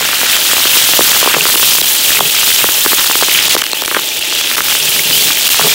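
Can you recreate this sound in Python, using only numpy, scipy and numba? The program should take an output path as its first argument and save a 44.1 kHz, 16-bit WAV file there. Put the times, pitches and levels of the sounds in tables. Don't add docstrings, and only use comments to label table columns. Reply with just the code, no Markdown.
import sys
import numpy as np
from scipy import signal
from scipy.fft import rfft, irfft, next_fast_len
from scipy.io import wavfile
from scipy.ndimage import uniform_filter1d, map_coordinates
from numba import njit

SR = 44100
rng = np.random.default_rng(int(sys.argv[2]) if len(sys.argv) > 2 else 0)


def gain_from_db(level_db):
    decades = np.asarray(level_db, float) / 20
    return 10 ** decades


def transcribe(signal):
    frames = np.atleast_2d(signal).T
    limited = np.clip(frames, -1, 1)
    pcm = np.round(limited * 32767).astype(np.int16)
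    wavfile.write(sys.argv[1], SR, pcm)


N = 253127


def unit(x):
    return x / np.sqrt(np.mean(x ** 2) + 1e-20)


def curves(rows):
    s, *columns = np.transpose(rows)
    return [np.interp(np.arange(N) / SR, s, column) for column in columns]


def wobble(rate):
    knots = rng.standard_normal(int(N * rate / SR) + 4)
    return map_coordinates(knots, [np.arange(N) * rate / SR])


def filtered(x, response):
    m = next_fast_len(N + 8192)
    return irfft(rfft(x, m) * response(np.fft.rfftfreq(m, 1 / SR)), m)[:N]


def colour(points):
    f, db = np.transpose(points)
    return lambda hz: gain_from_db(np.interp(np.log(hz + 1), np.log(f + 1), db))


def resonance(f, hz, width_hz):
    return 1j * f * width_hz / (hz * hz - f * f + 1j * f * width_hz)


def rush(spectrum, patchy_db):
    z = signal.stft(rng.standard_normal(N), nperseg=256)[2]
    field = uniform_filter1d(rng.standard_normal(z.shape), 8, 0)
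    field = unit(uniform_filter1d(field, 8, 1))
    patchy = signal.istft(z * gain_from_db(patchy_db * field), nperseg=256)[1][:N]
    return unit(filtered(patchy, colour(spectrum)))


def scatter(starts, shapes):
    where = np.clip(starts[:, None] + np.arange(shapes.shape[1]), 0, N)
    return np.bincount(where.ravel(), shapes.ravel(), N + 1)[:N]


def grains(count, size, hz, spread, cycles, scatter_db, cap_db):
    when, strength = rng.random((2, count))
    pitch = hz * np.exp(spread * rng.standard_normal((count, 1)))
    pitch = np.clip(pitch, 200, SR / 2.2)
    turns = pitch * np.arange(size) / SR
    peak = gain_from_db(np.minimum(-scatter_db * np.log(1 - strength), cap_db))[:, None]
    rings = peak * np.sin(2 * np.pi * turns) * gain_from_db(-30 * turns / cycles)
    return unit(scatter((when * N).astype(int), rings))


# (time [s], steam level [dB], boil under the food [dB], open view of the steam [dB], low when shaded)
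FRY = [(0.0, -18, -20.5, -1), (0.3, -14.5, -17.5, -0.5), (1.12, -7.5, -14.5, 1), (1.32, -13, -10.5, -1),
       (1.56, -8, -18.5, 2), (1.9, -12, -22, 2), (2.33, -14.5, -20.5, 0), (2.8, -13, -18.5, 3),
       (3.2, -13.5, -20, 1), (3.55, -13, -16, -4), (3.68, -22.5, -30, -0.5), (4.05, -19, -33, 0.5),
       (4.3, -17, -37, -5.5), (4.46, -16, -30, -5), (4.53, -16.5, -19, 1.5), (5.16, -13, -28, -0.5),
       (5.5, -11.5, -22, -1), (5.74, -12.5, -14.5, -2.5)]
# (frequency [Hz], level [dB])
STEAM = [(1500, -20), (2400, -14), (3200, -4), (4200, -5), (5500, -6), (7500, -7.5), (10000, -11),
         (13000, -10), (16000, -6)]
FIZZ_DB, USUAL_STEAM_DB = -15, -13
FIZZ_FOLLOWS, FIZZ_SHADED = 0.42, 0.21


def sizzle():
    hiss_db, boil_db, bright_db = curves(FRY)
    fizz_db = FIZZ_DB - USUAL_STEAM_DB - (1 - FIZZ_FOLLOWS) * (hiss_db - USUAL_STEAM_DB)
    fizz_db = fizz_db - FIZZ_SHADED * bright_db
    hiss_db = hiss_db + gush_db()
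    surge = 0.74 * wobble(14) + 0.083 * wobble(55) + 0.49 * wobble(200)

    crackle = grains(count=7000, size=48, hz=11000, spread=.36, cycles=7, scatter_db=4.6, cap_db=18.5)
    jets = rush(STEAM, patchy_db=1.0)
    steam = gain_from_db(-0.5) * jets + gain_from_db(-7.0) * unit(filtered(crackle, colour(STEAM)))
    top = filtered(steam, lambda f: 1 / (1 + (9000 / (f + 1)) ** 6))
    steam = steam + (gain_from_db(bright_db + 4 + 1.2 * wobble(40)) - 1) * top

    fizz = grains(count=9000, size=300, hz=3150, spread=.14, cycles=20, scatter_db=3.5, cap_db=12)
    boil = grains(count=6000, size=160, hz=2050, spread=.27, cycles=5, scatter_db=4.5, cap_db=11)
    snaps = grains(count=900, size=64, hz=3400, spread=.18, cycles=3, scatter_db=4.5, cap_db=11)
    ticks = grains(count=350, size=24, hz=13000, spread=.2, cycles=2, scatter_db=3, cap_db=9)
    steam = steam + gain_from_db(-12.5) * snaps + gain_from_db(-13.5) * ticks
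    fizz_gain = gain_from_db(fizz_db - 6 + 0.11 * wobble(35) + 0.91 * wobble(7.01))
    hissing = gain_from_db(hiss_db + surge) * (steam + fizz_gain * fizz)
    return hissing + gain_from_db(boil_db - 7.0 + 3.4 * surge) * boil


# (centre time [s], half length
# [s], swell level [dB])
GUSHES = [(0.474, 0.045, 1), (0.77, 0.025, 6), (1.163, 0.054, 0), (1.6, .02, -2), (1.762, 0.019, 7.5),
          (2.146, 0.11, 2), (2.508, 0.14, 4), (3.228, 0.039, 2), (3.35, 0.045, 1), (3.52, .05, 3.5),
          (4.21, 0.057, -1), (4.75, 0.033, 1.5), (4.96, 0.048, 1), (5.17, 0.045, 3), (5.393, 0.083, -2),
          (0.214, 0.065, -1), (1.823, 0.022, -0.5), (5.525, 0.029, 2), (5.696, 0.024, 3)]


def gush_db():
    t = np.arange(N) / SR
    return sum(db * np.exp(-((t - s) / half) ** 2) for s, half, db in GUSHES)


# (time [s], peak level [dB], first pitch [Hz], ring length [cycles])
DEEP_POPS = [(0.2326, -8, 960, 3.1), (0.533, -4.5, 1090, 1.3), (0.6544, -1, 1390, 0.99),
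             (0.7599, -2.5, 1350, 2.5), (0.8906, -7, 1020, 2.2), (0.9363, -3.5, 1110, 1.8),
             (0.992, 7, 820, 1.2), (1.009, 4, 1110, 1.6), (1.229, -1.5, 1050, 1.9), (1.2609, -2, 1010, 2.3),
             (1.2758, 4, 1060, 1.3), (1.3413, 1, 1690, 3.2), (1.3667, -3, 820, 1), (1.4544, 2, 1450, 2.7),
             (1.557, 1, 1270, 3.2), (1.63, -3, 1200, 2.3), (1.817, -6.5, 805, 1.5), (2.6429, 6, 1100, 1.7),
             (2.8623, 7.5, 1280, 2.2), (2.932, 0, 1170, 1.8), (3.099, -5, 1050, 2.2),
             (3.1552, -1.5, 1220, 1.5), (3.225, -1.5, 895, 2.6), (3.2847, -5, 1280, 2.3),
             (3.5509, -3.5, 750, 1.8), (3.5657, -1, 1310, 3.9), (3.7332, -6.5, 990, 1.8),
             (3.8224, -5, 1020, 3), (3.9663, 2, 1500, 3.7), (5.6635, -13, 790, 2.2)]
# (time [s], peak level [dB], first pitch [Hz], ring [cycles])
SURFACE_POPS = [(0.0904, -7, 1440, 2.5), (0.1322, -3, 1370, 1.1), (0.5816, -8, 1300, 4.5),
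                (0.947, -10, 1500, 1.4), (1.1321, 1, 1520, 1.3), (1.247, -5, 1100, 2.5),
                (1.3465, 3, 1960, 4.6), (1.5001, 0, 1490, 0.89), (1.5413, -4, 1350, 5.4),
                (1.784, -2.5, 1400, 2.7), (2.1198, -5.5, 1440, 0.9), (2.1928, -2.5, 1370, 1.9),
                (2.2078, 3, 960, 3.8), (2.4315, -6, 1320, 2.1), (2.6897, 0.5, 1340, 0.81),
                (2.9195, -2, 1420, 1.7), (2.9937, -2, 1530, 0.99), (3.1126, -0.5, 1270, 1.7),
                (3.2116, -6, 1230, 1.9), (3.2325, 2, 1360, 1.4), (3.6209, -3, 1700, 2.2),
                (3.8804, -2.5, 1340, 0.68), (3.9478, 4, 1660, 2.1), (4.5145, -2, 1650, 1.3),
                (4.582, 0, 1380, 1), (4.6064, 3.5, 1610, 2.1), (4.752, -1, 1490, 1),
                (5.3061, -3, 1420, 0.92), (5.5455, 0, 1360, 1.5), (5.596, 0.5, 940, 3.3),
                (5.613, 0, 1500, 2.5)]
# (time [s],
# peak level [dB], first pitch [Hz])
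LESSER_POPS = [(0.0261, -9.5, 1200), (0.3061, -13, 1230), (0.3748, -7, 1910), (0.5674, -10, 1080),
               (0.6036, -6.5, 1140), (0.671, -8, 1200), (0.768, -2, 1320), (1.098, -3, 1430),
               (1.1172, -5, 1250), (1.1655, -5, 1210), (1.4673, -1, 1390), (1.4883, -4, 1200),
               (1.597, -4, 1360), (1.7196, -9.5, 1520), (1.7688, -5, 1260), (1.969, -17, 1410),
               (2.852, -8, 1260), (2.984, -7, 1220), (3.0448, -8, 1490), (3.3495, -7, 1640),
               (3.4824, -8.5, 1210), (3.8375, -11, 1460), (3.9138, -3, 1430), (3.9258, -10, 1390),
               (3.954, -11, 1500), (3.959, -10, 1400), (3.972, -6, 1200), (3.9923, -7.5, 1360),
               (4.326, -10, 1430), (4.589, -5, 1390), (5.646, -10, 800), (5.671, -6, 900),
               (5.678, -11, 750)]
# (time [s], peak level [dB], first pitch [Hz])
TINY_POPS = [(0.01, -2.5, 904), (0.052, -10, 1030), (0.073, -11, 1760), (0.114, -6, 1710), (0.14, -2, 1890),
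             (0.217, -8, 1650), (0.263, -16, 1930), (0.277, -7, 2150), (0.33, -3, 2220), (0.49, -10, 1270),
             (0.679, -5, 1670), (0.754, 1, 1770), (0.862, -6, 2240), (1.148, -5, 2080), (1.213, -6, 1840),
             (1.297, -7, 1550), (1.315, -7, 1860), (1.384, -4, 912), (1.408, -11, 2220), (1.524, -11, 2000),
             (1.751, 4, 1120), (1.955, -12, 1920), (1.96, -7, 1940), (2.082, -3, 1920), (2.097, -5, 1840),
             (2.15, -1, 1760), (2.17, 0, 2170), (2.264, -9, 1850), (2.387, -6, 1690), (2.517, 3, 1980),
             (2.594, -5, 1610), (2.616, 3, 2150), (3.01, -2, 1480), (3.03, -10, 1960), (3.375, -5, 2230),
             (3.41, -5, 2300), (3.446, -7, 1890), (3.638, -6, 1730), (3.666, -3, 2150), (4.212, -19, 2180),
             (4.334, -14, 2300), (4.359, -8, 2070), (4.412, -5, 1420), (4.448, -13, 1600),
             (4.479, -9, 1980), (4.569, -2, 1730), (4.964, -3, 1810), (5.164, -17, 1740),
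             (5.443, -15, 2300), (5.468, -20, 2010), (5.491, -3, 1550), (5.516, -9, 1730)]
DEEP_BOOM_DB, SURFACE_BOOM_DB, BOOM_DB_PER_OCTAVE = -7, -16.5, -6
LESSER_CYCLES, LESSER_BOOM_DB = 2.4, -12
TINY_DB, TINY_CYCLES, TINY_BOOM_DB = -6, 2.7, -18
SMALL_DB, SMALL_SCATTER_DB, SMALL_BOOM_DB = -4, 1.5, -14.5
SMALL_HZ, SMALL_SPREAD, SMALL_CYCLES = 1400, .25, 2.5


def pockets(count=260):
    luck = rng.standard_normal((count, 4))
    jitter = .4 * luck[:, 0].clip(-1.2, 1.2)
    when = (np.arange(count) + .5 + jitter) / count * (N - 1)
    boil_db = curves(FRY)[1][when.astype(int)]
    small = np.c_[when / SR,
                  boil_db + SMALL_DB + SMALL_SCATTER_DB * luck[:, 1],
                  SMALL_HZ * np.exp(SMALL_SPREAD * luck[:, 2]),
                  SMALL_CYCLES * np.exp(.3 * luck[:, 3])]
    lesser = np.c_[LESSER_POPS, np.full(len(LESSER_POPS), LESSER_CYCLES)]
    tiny = np.c_[np.add(TINY_POPS, [0, TINY_DB, 0]), np.full(len(TINY_POPS), TINY_CYCLES)]
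    kinds = [(DEEP_POPS, DEEP_BOOM_DB), (SURFACE_POPS, SURFACE_BOOM_DB), (small, SMALL_BOOM_DB),
             (lesser, LESSER_BOOM_DB), (tiny, TINY_BOOM_DB)]
    s, db, hz, cycles = np.vstack([rows for rows, _ in kinds]).T
    boom_db = np.concatenate([np.full(len(rows), base_db) for rows, base_db in kinds])
    return np.array([s, db, hz, boom_db + BOOM_DB_PER_OCTAVE * np.log2(hz / 1200), cycles])


BOWL_HZ = 410


def pops(glide=0.388):
    s, db, hz, boom_db, cycles = pockets()[:, :, None]
    lead = 64
    t = (np.arange(640) - lead) / SR
    luck = rng.random((len(s), 2))
    turns = np.log(np.maximum(1 + glide * hz * t, .05)) / glide
    rise = np.clip((turns + 1.05) / .55, 0, 1)
    decay = gain_from_db(-22 * (np.maximum(turns, 0) / np.maximum(cycles, 1)) ** 1.1)
    ring = decay * np.cos(2 * np.pi * turns)
    spray = uniform_filter1d(rng.standard_normal(turns.shape), size=7) * gain_from_db(-7 - 60 * np.abs(t) / .016)
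    late = np.maximum(t - .0012, 0)
    bowl_turns = BOWL_HZ * (0.87 + 0.15 * luck[:, :1]) * late * (1.2 - 30 * late)
    fade = np.hanning(2 * len(t))[len(t):]
    boom = gain_from_db(boom_db + 6 - 60 * late / 0.017) * np.sin(2 * np.pi * bowl_turns) * fade
    click = gain_from_db(-9 - 60 * np.abs(t) / 0.0008) * np.cos(2 * np.pi * 3000 * t)
    shapes = gain_from_db(db - 0.5) * (rise * (ring + spray) + click + boom)
    return scatter(np.round(s[:, 0] * SR).astype(int) - lead, shapes)


# (time [s], peak level [dB])
SPITS = [(1.8153, -3), (2.8603, -18), (3.357, -8), (3.3758, -6), (3.5334, -8), (3.552, -4), (3.5657, -9),
         (3.591, -6), (3.619, -10.5), (3.64, -6), (3.6657, -10), (3.7322, -4.5), (3.8198, -6.5),
         (3.838, -14), (3.8601, -4), (3.878, -9), (3.9294, -23), (4.06, -16), (4.1833, -22.5),
         (4.2503, -12), (4.3359, -10), (4.4047, -13), (4.414, -6), (4.5557, -10), (4.6203, -3), (5.479, -4),
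         (5.4924, -3)]
# (time [s], peak level [dB])
FLECKS = [(0.131, -9), (0.2078, 2), (0.245, 0), (0.3027, -5), (0.3734, -6), (0.5394, -2), (0.885, -13),
          (1.2454, 4), (1.317, -1), (2.16, -8), (2.5254, 0), (3.4286, -1), (3.4814, -4), (3.4965, 1.5),
          (3.5194, 1), (3.5823, -4), (3.717, 0), (3.7494, -7), (3.8515, -5), (3.9484, -2), (4.17, -2),
          (4.1935, 1.5), (4.3121, -9), (4.3524, -5), (4.5005, -3), (4.8958, -5), (5.3038, -6), (5.5025, 0),
          (5.6904, -2)]
FLECK_DB = -7.5


def spits():
    s, db = np.vstack([SPITS, np.add(FLECKS, [0, FLECK_DB])]).T
    t = np.arange(120) / SR
    crack = 1.95 * np.cos(2 * np.pi * 3500 * t) * gain_from_db(-60 * t / 0.00047)
    spray = gain_from_db(-60 * t / 0.0036) * rng.standard_normal((len(s), len(t)))
    snap = gain_from_db(db[:, None] + 5.5) * (crack + spray)
    snaps = scatter(np.round(s * SR).astype(int) - 8, snap)
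    return filtered(snaps, lambda f: f * f / (f * f + 1100 ** 2))


def blips(rows, rise_s, t60):
    s, db, hz = np.transpose(rows)[:, :, None]
    t = np.arange(1600) / SR
    ragged = 1 + .4 * unit(uniform_filter1d(rng.standard_normal((len(s), len(t))), size=60))
    swell = ragged * (1 - np.exp(-t / rise_s)) * gain_from_db(db - 60 * t / t60)
    song = np.sin(2 * np.pi * hz * t * (1 + 0.61 * t))
    return scatter(np.round(s[:, 0] * SR).astype(int), swell * song)


# (time [s], peak level [dB], pitch [Hz])
GURGLES = [(1.2275, 3, 1000), (1.2745, 4, 1040), (1.345, -3, 1860), (1.346, 3, 2670), (2.105, 1, 1770),
           (2.158, 3, 2580), (2.171, -1, 2170), (2.2055, 0, 970), (2.346, -6, 1290), (3.294, -5, 2300),
           (3.315, -7, 2190), (3.347, 3, 2960), (3.357, 2, 2400), (3.389, -0.5, 2250), (3.457, 0, 2500),
           (4.524, -9.5, 2340), (4.918, -6, 2320), (4.993, -1.5, 2170), (3.848, -3, 2350), (5.6, -2, 1040),
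           (5.684, -2, 3400), (5.52, -4, 2880), (5.71, -1, 3500), (0.332, -3.5, 2580), (4.225, -5, 2800),
           (5.693, 1, 2350)]
# (time [s], peak level [dB], pitch [Hz])
BLIPS = [(0.3726, 1, 3200), (0.6694, 15, 3080), (1.4088, 21, 2740), (1.5512, 12, 2870), (1.8132, 10, 3900),
         (2.2049, 8, 3380), (2.9916, 8, 3700), (3.1527, 8, 3200), (3.2944, -5, 3080), (3.39, 10, 3150),
         (3.617, 7, 3070), (3.639, 0, 3000), (3.6657, 3, 2900), (3.7314, 8, 4130), (3.9459, 7, 1820),
         (4.386, 4, 3170), (5.469, 8.5, 2900)]
# (time [s], peak level [dB], pitch [Hz])
WHISTLES = [
    (3.95, -14, 1510),
    (5.122, -13, 4770),
    (5.128, -11, 2960),
    (5.16, -12, 3150),
    (5.2, -10, 4410),
    (5.19, -11, 3460),
]


def bubbles():
    gurgles = gain_from_db(2) * blips(GURGLES, rise_s=0.001, t60=0.012)
    return gurgles + blips(BLIPS, rise_s=0.0015, t60=0.0065) + blips(WHISTLES, rise_s=0.0017, t60=0.14)


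# (start time [s], hold [s], pressure level [dB])
STROKES = [(0.0, 0.022, -34), (0.53, .2, -42), (1.002, 0.018, -25.5), (1.36, 0.055, -27.5),
           (1.56, .02, -32), (1.74, .06, -31), (2.193, 0.057, -25.5), (2.63, 0.025, -32.5),
           (3.093, .14, -42), (3.454, .02, -34.5), (3.964, .03, -35), (4.577, 0.17, -48.5),
           (4.817, 0.2, -31), (5.06, 0.21, -28), (5.605, 0.018, -26), (5.65, 0.028, -19.5)]
PRESS_DB_PER_S, LIFT_DB_PER_S, REST_DB = 450, 200, -50


def pressure_db():
    s, hold, db = np.transpose(STROKES)[:, :, None]
    t = np.arange(0, N, 64) / SR
    press = PRESS_DB_PER_S * np.maximum(s - t, 0)
    lift = LIFT_DB_PER_S * np.maximum(t - s - hold, 0)
    strongest = (db - press - lift).max(axis=0)
    return np.interp(np.arange(N) / SR, t, np.maximum(strongest, REST_DB))


# (frequency [Hz], width [Hz], level [dB])
WOK = [(155.6, 29, -5.5), (429, 34, -6), (620, 33, -12), (884, 11, -11)]


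def iron(f):
    return sum((-1) ** k * gain_from_db(db) * resonance(f, hz, w) for k, (hz, w, db) in enumerate(WOK))


def scrape():
    rub = unit(filtered(gain_from_db(1.8 * wobble(70)) * rng.standard_normal(N), iron))
    return gain_from_db(pressure_db() + 1.0) * rub


# (frequency [Hz], level [dB])
BURNER = [(12, -46), (20, -90), (327, 11.5), (462, 6.5), (629, 10), (763, 1), (873, 13), (980, -8),
          (2000, 4.5), (2600, -49), (4400, -120)]
# (time [s], level [dB])
RUMBLE = [
    (0, -3.5),
    (0.7, -5),
    (3.3, 4),
    (5.2, 12),
    (5.74, 0),
]


def flame():
    roar = rush(BURNER, patchy_db=0.5)
    rumble = filtered(roar, lambda f: 1 / (1 + (f / 130) ** 4))
    roar = roar + (gain_from_db(curves(RUMBLE)[0]) - 1) * rumble
    return gain_from_db(-32.0 + 0.35 * wobble(2.5)) * roar


# (time [s], length [ms], depth level [dB])
DUCKS = [(1.559, 6.8, -9), (1.816, 8.9, -10), (1.849, 5.3, -5), (1.942, 6.6, -7), (2.195, 7.8, -10.5),
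         (3.416, 3.9, -4), (3.485, 7.7, -9), (3.556, 7.9, -11), (3.565, 10.4, -14), (3.625, 6.7, -16),
         (3.738, 5.8, -6), (3.84, 6.6, -9), (3.862, 10, -2), (4.559, 6.4, -12), (5.435, 4.8, -5),
         (5.483, 5.3, -8.9), (5.494, 7.3, -8)]


def ducking():
    db = np.zeros(N)
    for s, ms, depth_db in DUCKS:
        db[round(s * SR) - 40:][:round(ms / 1000 * SR) + 40] = depth_db
    return gain_from_db(uniform_filter1d(db, size=50))


def scene():
    bursts = pops() + bubbles()
    bursts = filtered(bursts, lambda f: f ** 4 / (f ** 4 + 160 ** 4) + gain_from_db(-37.0) * iron(f))
    steady = sizzle() + scrape() + flame()
    return (ducking() * steady + bursts + spits())[None]


@njit
def held(over, release):
    out, level = np.empty_like(over), 1.0
    for i in range(len(over)):
        level = max(over[i], 1 + (level - 1) * release)
        out[i] = level
    return out


MIC_HZ, MIC_WIDTH_HZ, MIC_DB = 3150, 4800, 3.5
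TOP_HZ = 15780


def top_cut(x):
    return signal.sosfilt(signal.butter(12, 16970, fs=SR, output="sos"), x)


def record(dry):
    port = lambda f: 1 + (gain_from_db(MIC_DB) - 1) * resonance(f, MIC_HZ, MIC_WIDTH_HZ)
    mic = filtered(dry[0], lambda f: port(f) * f * f / (f * f + 45 ** 2))
    over = held(np.maximum(np.abs(mic) / 1.73, 1), np.exp(-1 / (0.0081 * SR)))
    late = np.pad(over, (45, 0), "edge")[:N]
    mic = mic / uniform_filter1d(late, size=30) ** 1.01
    clipped = mic / (1 + np.abs(mic / 0.99) ** 6) ** (1 / 6)
    mix = filtered(clipped, lambda f: f < TOP_HZ)[None]
    return top_cut(mix)


dry = scene()
out = record(dry)
transcribe(out)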